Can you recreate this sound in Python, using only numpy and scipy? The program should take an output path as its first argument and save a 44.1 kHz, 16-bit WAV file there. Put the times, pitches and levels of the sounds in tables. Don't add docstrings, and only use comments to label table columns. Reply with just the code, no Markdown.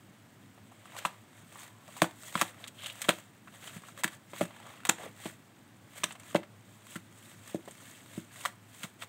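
import sys
import numpy as np
from scipy import signal
from scipy.fft import rfft, irfft
from scipy.io import wavfile

SR = 44100
rng = np.random.default_rng(int(sys.argv[2]) if len(sys.argv) > 2 else 0)


def bounce(signal):
    frames = np.transpose(np.atleast_2d(signal))
    limited = np.clip(frames, -1, 1)
    pcm = np.round(limited * 32767).astype(np.int16)
    wavfile.write(sys.argv[1], SR, pcm)


N = 400428
TIME = np.arange(N) / SR
FREQS = np.maximum(np.arange(N // 2 + 1) * SR / N, 1)
CUTOFF_HZ = 15700
SCUFF_BAND_HZ, CRACK_BAND_HZ, TICK_BAND_HZ = (428, 1380), (1497, 4650), (3760, 18500)


def from_db(db):
    return 10 ** (np.asarray(db) / 20)


def rms_one(x):
    return x / np.sqrt(np.mean(x ** 2) + 1e-20)


def at_hz(points, hz):
    f, value = np.transpose(points)
    return np.interp(np.log(hz), np.log(f), value)


def band(edges_hz, order=8):
    low, high = edges_hz
    return 1 / np.sqrt((1 + (low / FREQS) ** order) * (1 + (FREQS / high) ** order))


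def shaped(x, gain):
    return rms_one(irfft(rfft(x) * gain, N))


def drift(rate_hz):
    return shaped(rng.standard_normal(N), 1 / (1 + (FREQS / rate_hz) ** 2))


def ring(x, hz, t60_s):
    radius = 10 ** (-3 / (t60_s * SR))
    angle = 2 * np.pi * hz / SR
    return signal.lfilter([.5, 0, -.5], [1, -2 * radius * np.cos(angle), radius * radius], x)


def add(out, start_s, sound):
    i = int(start_s * SR)
    out[i:i + len(sound)] += sound[:N - i]


# (frequency [Hz], density [dB per Hz])
PAPER_SPECTRUM = [(400, 0), (640, 10), (800, 0), (1150, 7), (1550, -1.5), (1900, 1), (2700, -6), (3400, -2),
                  (4100, -10.5), (5200, -16.5), (6700, -8.5), (8400, -3.5), (9800, -14), (15000, -14)]
# (frequency [Hz], width [Hz], gain [dB])
WALL_RESONANCES = [(1105, 70, -6), (2670, 41, 8.5), (3450, 60, -7.5), (6530, 180, 0.5)]


def paper_colour():
    level_db = at_hz(PAPER_SPECTRUM, FREQS)
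    for hz, width_hz, gain_db in WALL_RESONANCES:
        level_db = level_db + gain_db / (1 + (2 * (FREQS - hz) / width_hz) ** 2)
    return from_db(level_db)


def paper_noise(edges_hz):
    return shaped(rng.standard_normal(N), paper_colour() * band(edges_hz))


# (start [s], length [s], level [dB], brightness [dB])
SWEEPS = [(0.843, 0.33, -55.5, -3.5), (0.958, 0.044, -48, -0.5), (1.307, 0.14, -64, 0),
          (1.519, 0.17, -54.5, 1.5), (1.87, 0.24, -54.5, 0), (1.965, 0.022, -58, 12), (2.196, 0.14, -53, 4),
          (2.351, 0.086, -40, 0), (2.438, 0.079, -51.5, 0), (2.528, 0.14, -58, -3.5),
          (2.789, 0.13, -50.5, 1.5), (2.937, 0.26, -51, 1), (3.496, 0.098, -58.5, -0.5),
          (3.607, .11, -51, 0), (3.719, 0.069, -52.5, 1), (3.794, 0.14, -60, 1), (3.972, 0.042, -48, -1.5),
          (4.091, 0.068, -54.5, -0.5), (4.338, 0.12, -49.5, 2), (4.465, 0.39, -56.5, -5),
          (4.967, 0.12, -49.5, -4), (5.182, 0.14, -51.5, 0.5), (5.902, 0.16, -57, 0.5),
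          (5.968, .022, -48.5, 2), (6.054, .08, -57.5, -1), (6.228, 0.12, -55, 0), (6.658, 0.17, -67, 3),
          (6.864, 0.11, -54.5, 3), (7.122, 0.29, -61, 2), (7.419, 0.14, -56, 1), (7.646, 0.41, -58.5, 2.5),
          (8.058, 0.18, -57, 2.5), (8.328, 0.16, -51.5, 1.5), (8.712, .18, -58.5, 4),
          (8.825, 0.033, -46, -1.5), (9.001, 0.047, -49.5, -2)]
SNAG_EVERY_S, SNAG_SCATTER_DB, SNAG_HZ = 0.05, 2.5, 1000
SNAG_RING_DB, SNAG_CRACK_DB, SNAG_TICK_DB = -0.5, -2.5, -3.5
TAP_DECAY_S = 0.0049
TAP_DECAY_AT_DB, DECAY_HALVES_DB = -45.5, 15
SECOND_TOUCH_S = 0.0051
# (time [s], ring frequency [Hz], ring level [dB], crack level [dB],
# tick level [dB], second touch re the first [dB])
CLAW_TAPS = [(0.577, 750, -55.5, -63, -80, -16), (0.716, 710, -54, -70, -66, -6),
             (0.982, 1490, -55, -48.5, -47.5, 2.5), (1.0504, 1020, -24.5, -30.5, -41, -4.5),
             (1.557, 980, -47, -64, -65, -16), (1.883, 630, -52.5, -77, -74, 2),
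             (1.966, 1000, -45, -64, -52, -12), (2.0186, 587, -15.5, -23.5, -27, -14),
             (2.042, 920, -29.5, -41, -45, -19), (2.3536, 1020, -25.5, -33.5, -50, -15),
             (2.413, 1160, -24.5, -27.5, -28, -2), (2.6405, 3520, -42, -43.5, -57, -19),
             (2.674, 3640, -48.5, -63, -47.5, 2), (2.86, 3000, -37, -58, -44, -4),
             (2.8995, 2840, -40, -56, -54, -14), (3.017, 1340, -57, -37.5, -33, -8.5),
             (3.041, 1100, -56, -41, -50, -4), (3.0856, 1285, -34, -33, -38.5, 12.5),
             (3.095, 630, -25, -34, -46, -26), (3.105, 1090, -33, -32, -47, -23),
             (3.474, 1230, -47, -65, -72, -4), (3.675, 684, -51, -42.5, -54, -25),
             (3.835, 1080, -48, -66, -65, -14), (3.885, 1040, -48.5, -57, -62, -21),
             (4.0354, 1030, -31.5, -31.5, -30.5, -4.5), (4.0432, 1790, -23.5, -34, -33, -24),
             (4.0775, 1260, -45, -38, -43, -31), (4.333, 624, -40.5, -48.5, -67, -24),
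             (4.409, 579, -28, -39.5, -45, -2), (4.664, 1110, -47, -64, -57, -10),
             (4.851, 920, -36.5, -33.5, -36.5, -9), (4.868, 1180, -44, -50, -41, -25),
             (4.89, 890, -34, -33.5, -30.5, 9), (4.8932, 6800, -20, -37, -42, -34),
             (5.2559, 630, -39.5, -44.5, -52, -1), (6.0348, 1190, -35, -29.5, -37, -4.5),
             (6.04, 6000, -27.5, -35, -37.5, -36), (6.107, 955, -46, -44, -63, -10),
             (6.123, 8000, -45.5, -59, -64, -27), (6.152, 806, -51, -52, -62, -10),
             (6.198, 8000, -52.5, -53, -54, -24), (6.346, 590, -31, -35, -44.5, -12),
             (6.357, 640, -34, -30.5, -44, -5.5), (6.431, 1160, -50.5, -50, -67, -30),
             (6.956, 1410, -41.5, -50, -47, -1.5), (7.475, 1140, -57, -51, -48, -22),
             (7.544, 575, -50, -55, -49, -19), (7.677, 540, -44.5, -56, -62, -0.5),
             (7.71, 7900, -49, -66, -64, -16), (8.4517, 1120, -29, -35, -38.5, 0),
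             (8.832, 1290, -62, -38.5, -43, -5), (9.021, 1170, -48, -38.5, -51, -22)]


def touches(snags_per_sweep=8):
    for s, hz, ring_db, crack_db, tick_db, second_db in CLAW_TAPS:
        for lag_s, db in ((0, 0), (SECOND_TOUCH_S, second_db)):
            force_db = max(ring_db, crack_db) + db
            decay_s = TAP_DECAY_S * .5 ** (max(force_db - TAP_DECAY_AT_DB, 0) / DECAY_HALVES_DB)
            yield s + lag_s, hz, ring_db + db, crack_db + db, tick_db + db, decay_s
    sweep_chances = rng.uniform(-1, 1, (len(SWEEPS), snags_per_sweep, 3))
    for (start_s, length_s, level_db, brightness_db), chances in zip(SWEEPS, sweep_chances):
        for k, (when, pitch, size) in enumerate(chances):
            after_s = (k + .5 + when / 2) * SNAG_EVERY_S
            db = level_db + SNAG_SCATTER_DB * size
            if after_s < length_s:
                yield (start_s + after_s, SNAG_HZ * 2 ** (pitch / 2), db + SNAG_RING_DB - brightness_db,
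                       db + SNAG_CRACK_DB, db + SNAG_TICK_DB + brightness_db, TAP_DECAY_S / 2)


def taps(rise_s=0.0011, ring_cycles=13, body_cycles=1.96, tick_decay_ratio=0.83, tick_top_hz=10500):
    out, t = np.zeros(N), TIME[:SR // 25]
    attack = 1 - np.exp(-t / rise_s)
    body = paper_noise((SCUFF_BAND_HZ[0], CUTOFF_HZ))
    crack = paper_noise(CRACK_BAND_HZ)
    tick = shaped(paper_noise(TICK_BAND_HZ), 1 / np.sqrt(1 + (FREQS / tick_top_hz) ** 2))
    for s, hz, ring_db, crack_db, tick_db, decay_s in touches():
        here = (int(s * SR) + np.arange(len(t))) % N
        burst = attack * np.exp(-t / decay_s)
        sheet = ring(signal.unit_impulse(len(t)), hz, ring_cycles / hz) * attack
        body_t60_s = body_cycles / hz
        knock = ring(ring(body[here], hz, body_t60_s), hz, body_t60_s) * burst
        tone = rms_one(rms_one(knock) + rms_one(sheet))
        snap = rms_one(crack[here] * burst)
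        edge = rms_one(tick[here] * attack * np.exp(-t / (decay_s * tick_decay_ratio)))
        tap = from_db(ring_db) * tone + from_db(crack_db) * snap + from_db(tick_db) * edge
        add(out, s, tap * np.sqrt(SR / 200 / len(t)))
    return out


# (frequency [Hz], relative level [dB], t60 [s])
FLOOR_MODES = [(129, -14.5, 0.066), (183.3, -9, 0.13), (222.4, 1.5, 0.045), (324.3, 1, 0.062),
               (377, 3.5, 0.023), (473, -0.5, 0.028), (580, 5.5, 0.046), (630, -42, 0.04)]
# (time [s], peak level before level_db [dB], contact time [s])
FOOTSTEPS = [(1.054, -38, 0.0032), (2.0190, -14, 0.00094), (2.025, -20, 0.0024), (2.354, -29, 0.0037),
             (2.419, -30, 0.0026), (3.0875, -16, 0.0014), (3.762, -36, 0.0045), (4.0462, -30.5, 0.0026),
             (4.3340, -40, 0.0019), (4.412, -17, 0.00127), (4.427, -29.5, .0038), (4.8910, -22, 0.0018),
             (5.2570, -28, 0.002), (6.0391, -28.5, 0.001), (6.3509, -10.5, 0.00057), (6.958, -33, 0.0033),
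             (7.546, -19.5, 0.0015), (7.6761, -39, 0.0007), (8.177, -28.5, 0.0029), (8.8399, -35.5, 0.0042)]


def steps(level_db=0.5, scatter_db=1.5, radiation_hz=135, rock_db=-30.0):
    out, t = np.zeros(N), TIME[:SR // 4]
    scatter = rng.standard_normal((len(FOOTSTEPS), len(FLOOR_MODES)))
    radiation = signal.butter(3, radiation_hz, "high", fs=SR, output="sos")
    for (s, peak_db, contact_s), spot in zip(FOOTSTEPS, scatter):
        force = np.sin(np.pi * np.minimum(t / contact_s, 1))
        push = signal.sosfilt(radiation, force) + from_db(rock_db) * force
        thump = np.zeros(len(t))
        for (hz, db, t60_s), own in zip(FLOOR_MODES, spot):
            thump += from_db(db + scatter_db * own) * ring(push, hz, t60_s)
        add(out, s, from_db(peak_db + level_db) * thump / np.abs(thump).max())
    return out


FIDGET_DB = -70
SETTLE_DB, SETTLE_S, SETTLE_BRIGHTNESS_DB = -13.5, 0.013, -2
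SWEEP_CREST, SWEEP_ROUNDNESS, SWEEP_EDGE_DB = 0.61, 1.5, 9


def friction(tapping, lean):
    keep = np.exp(-2 / (SETTLE_S * SR))
    settling = signal.lfilter([1 - keep], [1, -keep], tapping ** 2 + 1e-18)
    power = from_db(FIDGET_DB) ** 2 + settling * from_db(SETTLE_DB + lean * SETTLE_BRIGHTNESS_DB) ** 2
    for start_s, length_s, db, brightness_db in SWEEPS:
        progress = np.arange(-1, 2, 1 / (length_s * SR))
        before = (SWEEP_CREST - progress) / SWEEP_CREST
        after = (progress - SWEEP_CREST) / (1 - SWEEP_CREST)
        drop_db = SWEEP_EDGE_DB * np.maximum(before, after) ** SWEEP_ROUNDNESS
        add(power, start_s - length_s, from_db(db + lean * brightness_db - drop_db) ** 2)
    return 10 * np.log10(power)


def grains(edges_hz, per_s, size_db, cycles, count=10):
    sizes = from_db(size_db * np.minimum(rng.exponential(1, N), 3)) * rng.choice([-1, 1], N)
    clicks = sizes * (rng.random(N) < per_s / SR)
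    dealt = rng.integers(0, count, N)
    pitches = np.minimum(np.geomspace(*edges_hz, count), CUTOFF_HZ)
    faint = 1e-12 * rng.standard_normal(N)
    pings = np.zeros(N)
    for k, hz in enumerate(pitches):
        pings += hz ** .5 * ring(clicks * (dealt == k) + faint, hz, cycles / hz)
    return rms_one(pings)


def rustle(level_db, edges_hz, grains_per_s, size_db, cycles, smooth, flutter_db):
    slips = shaped(grains(edges_hz, grains_per_s, size_db, cycles), paper_colour() * band(edges_hz))
    rubbing = slips + smooth * paper_noise(edges_hz)
    return from_db(level_db) * rms_one(rubbing * from_db(flutter_db * drift(89)))


SCRAPE_DB, CRINKLE_DB, SWISH_DB = -6.5, -0.6, -0.7
CATCH_DB, CATCH_HZ = 0.72, 21.9


def shuffling(tapping):
    catching_db = CATCH_DB * drift(CATCH_HZ)
    scrape_db, crinkle_db, swish_db = [friction(tapping, lean) + catching_db for lean in (-1, 0, 1)]
    scrape = rustle(scrape_db + SCRAPE_DB, SCUFF_BAND_HZ, grains_per_s=230, size_db=3.0,
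                    cycles=9.1, smooth=0.87, flutter_db=1.5)
    crinkle = rustle(crinkle_db + CRINKLE_DB, CRACK_BAND_HZ, grains_per_s=300, size_db=2.5,
                     cycles=31, smooth=1.38, flutter_db=1.0)
    swish = rustle(swish_db + SWISH_DB, TICK_BAND_HZ, grains_per_s=300, size_db=4.0,
                   cycles=30, smooth=2.5, flutter_db=1.5)
    return scrape + crinkle + swish


# (start [s], loudest [s], end [s], centre [Hz], width [Hz], level [dB])
CLAW_DRAGS = [(0.963, 0.97, 1.06, 2300, 3020, -54), (0.93, .98, 0.97, 880, 500, -50.5),
              (1.525, 1.546, 1.9, 1000, 300, -61), (1.963, 1.96, 1.99, 1020, 150, -47.5),
              (2.771, 2.85, 2.87, 3200, 750, -47.5), (2.87, 2.892, 2.93, 3230, 600, -48),
              (4.623, 4.68, 4.85, 1140, 250, -61), (4.982, 5.06, 5.08, 490, 420, -45),
              (6.34, 6.37, 5.5, 586, 130, -61)]


def drags(chatter_db=3.0, chatter_hz=220):
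    out, chatter = np.zeros(N), from_db(chatter_db * drift(chatter_hz))
    slips = rng.standard_normal(N) * chatter
    for start_s, loudest_s, end_s, hz, width_hz, db in CLAW_DRAGS:
        pressure = np.interp(TIME, [start_s, loudest_s, end_s], [0, 1, 0])
        patch = 1 / (1 + ((FREQS - hz) / width_hz) ** 2 * 2)
        out += from_db(db) * np.sqrt(pressure) * shaped(slips, patch)
    return out


# (frequency [Hz], t60 [s])
ROOM_DECAY = [(150, 0.11), (600, 0.23), (2000, 0.23), (8000, 0.19), (16000, .13)]


def room(x, wet_db=-14.5, bass_db=4.5, build_up_s=0.0045, early_db=-28.0, early_decay_s=0.0024):
    t, response = TIME[:SR // 2], 0
    edges = np.geomspace(90, 18000, 9)
    for low, high in zip(edges, edges[1:]):
        hz = np.sqrt(low * high)
        bandpass = signal.butter(2, [low, high], "band", fs=SR, output="sos")
        noise = signal.sosfilt(bandpass, rng.standard_normal(len(t)))
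        tail = (1 - np.exp(-t / build_up_s)) * np.exp(-np.log(1000) * t / at_hz(ROOM_DECAY, hz))
        early = t * np.exp(-t / early_decay_s * 2) * (hz > 600)
        share = np.sqrt((high - low) / (SR / 2) / len(t))
        late_part = from_db(wet_db + bass_db * np.log10(1000 / hz)) * rms_one(noise * tail)
        early_part = from_db(early_db) * rms_one(noise * early)
        response = response + share * (late_part + early_part)
    return signal.fftconvolve(x, response)[:N]


AIR_DB = -58.5
HUM_HZ, HUM_DB = 106, -63
# (frequency [Hz], density [dB per Hz])
AIR_SPECTRUM = [(30, -12), (78, -22), (100, -5.5), (125, 0), (155, -2.5), (210, -0.5), (300, -5.5),
                (450, -14), (680, -14), (1700, -17.5), (3500, -26.5), (5200, -30), (8200, -32),
                (10000, -38), (15500, -32)]


def background(waver=0.48, wander_rad=0.5, rumble_hz=350):
    air = from_db(AIR_DB) * shaped(rng.standard_normal(N), from_db(at_hz(AIR_SPECTRUM, FREQS)))
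    rumble = irfft(rfft(air) / (1 + (FREQS / rumble_hz) ** 4), N)
    hum = (1 + waver * drift(12.0)) * np.sin(2 * np.pi * HUM_HZ * TIME + wander_rad * drift(9))
    swell = from_db(1.2 * drift(7))
    return air - rumble + rumble * swell + from_db(HUM_DB) * rms_one(hum)


def scene():
    tapping = taps()
    chicks = tapping + steps() + shuffling(tapping) + drags()
    return (chicks + room(chicks) + background())[None]


def record(dry):
    lean = signal.sosfilt(signal.butter(2, 70, "high", fs=SR, output="sos"), dry)
    return signal.sosfilt(signal.ellip(10, .2, 70, CUTOFF_HZ, fs=SR, output="sos"), lean)


dry = scene()
out = record(dry)
bounce(out)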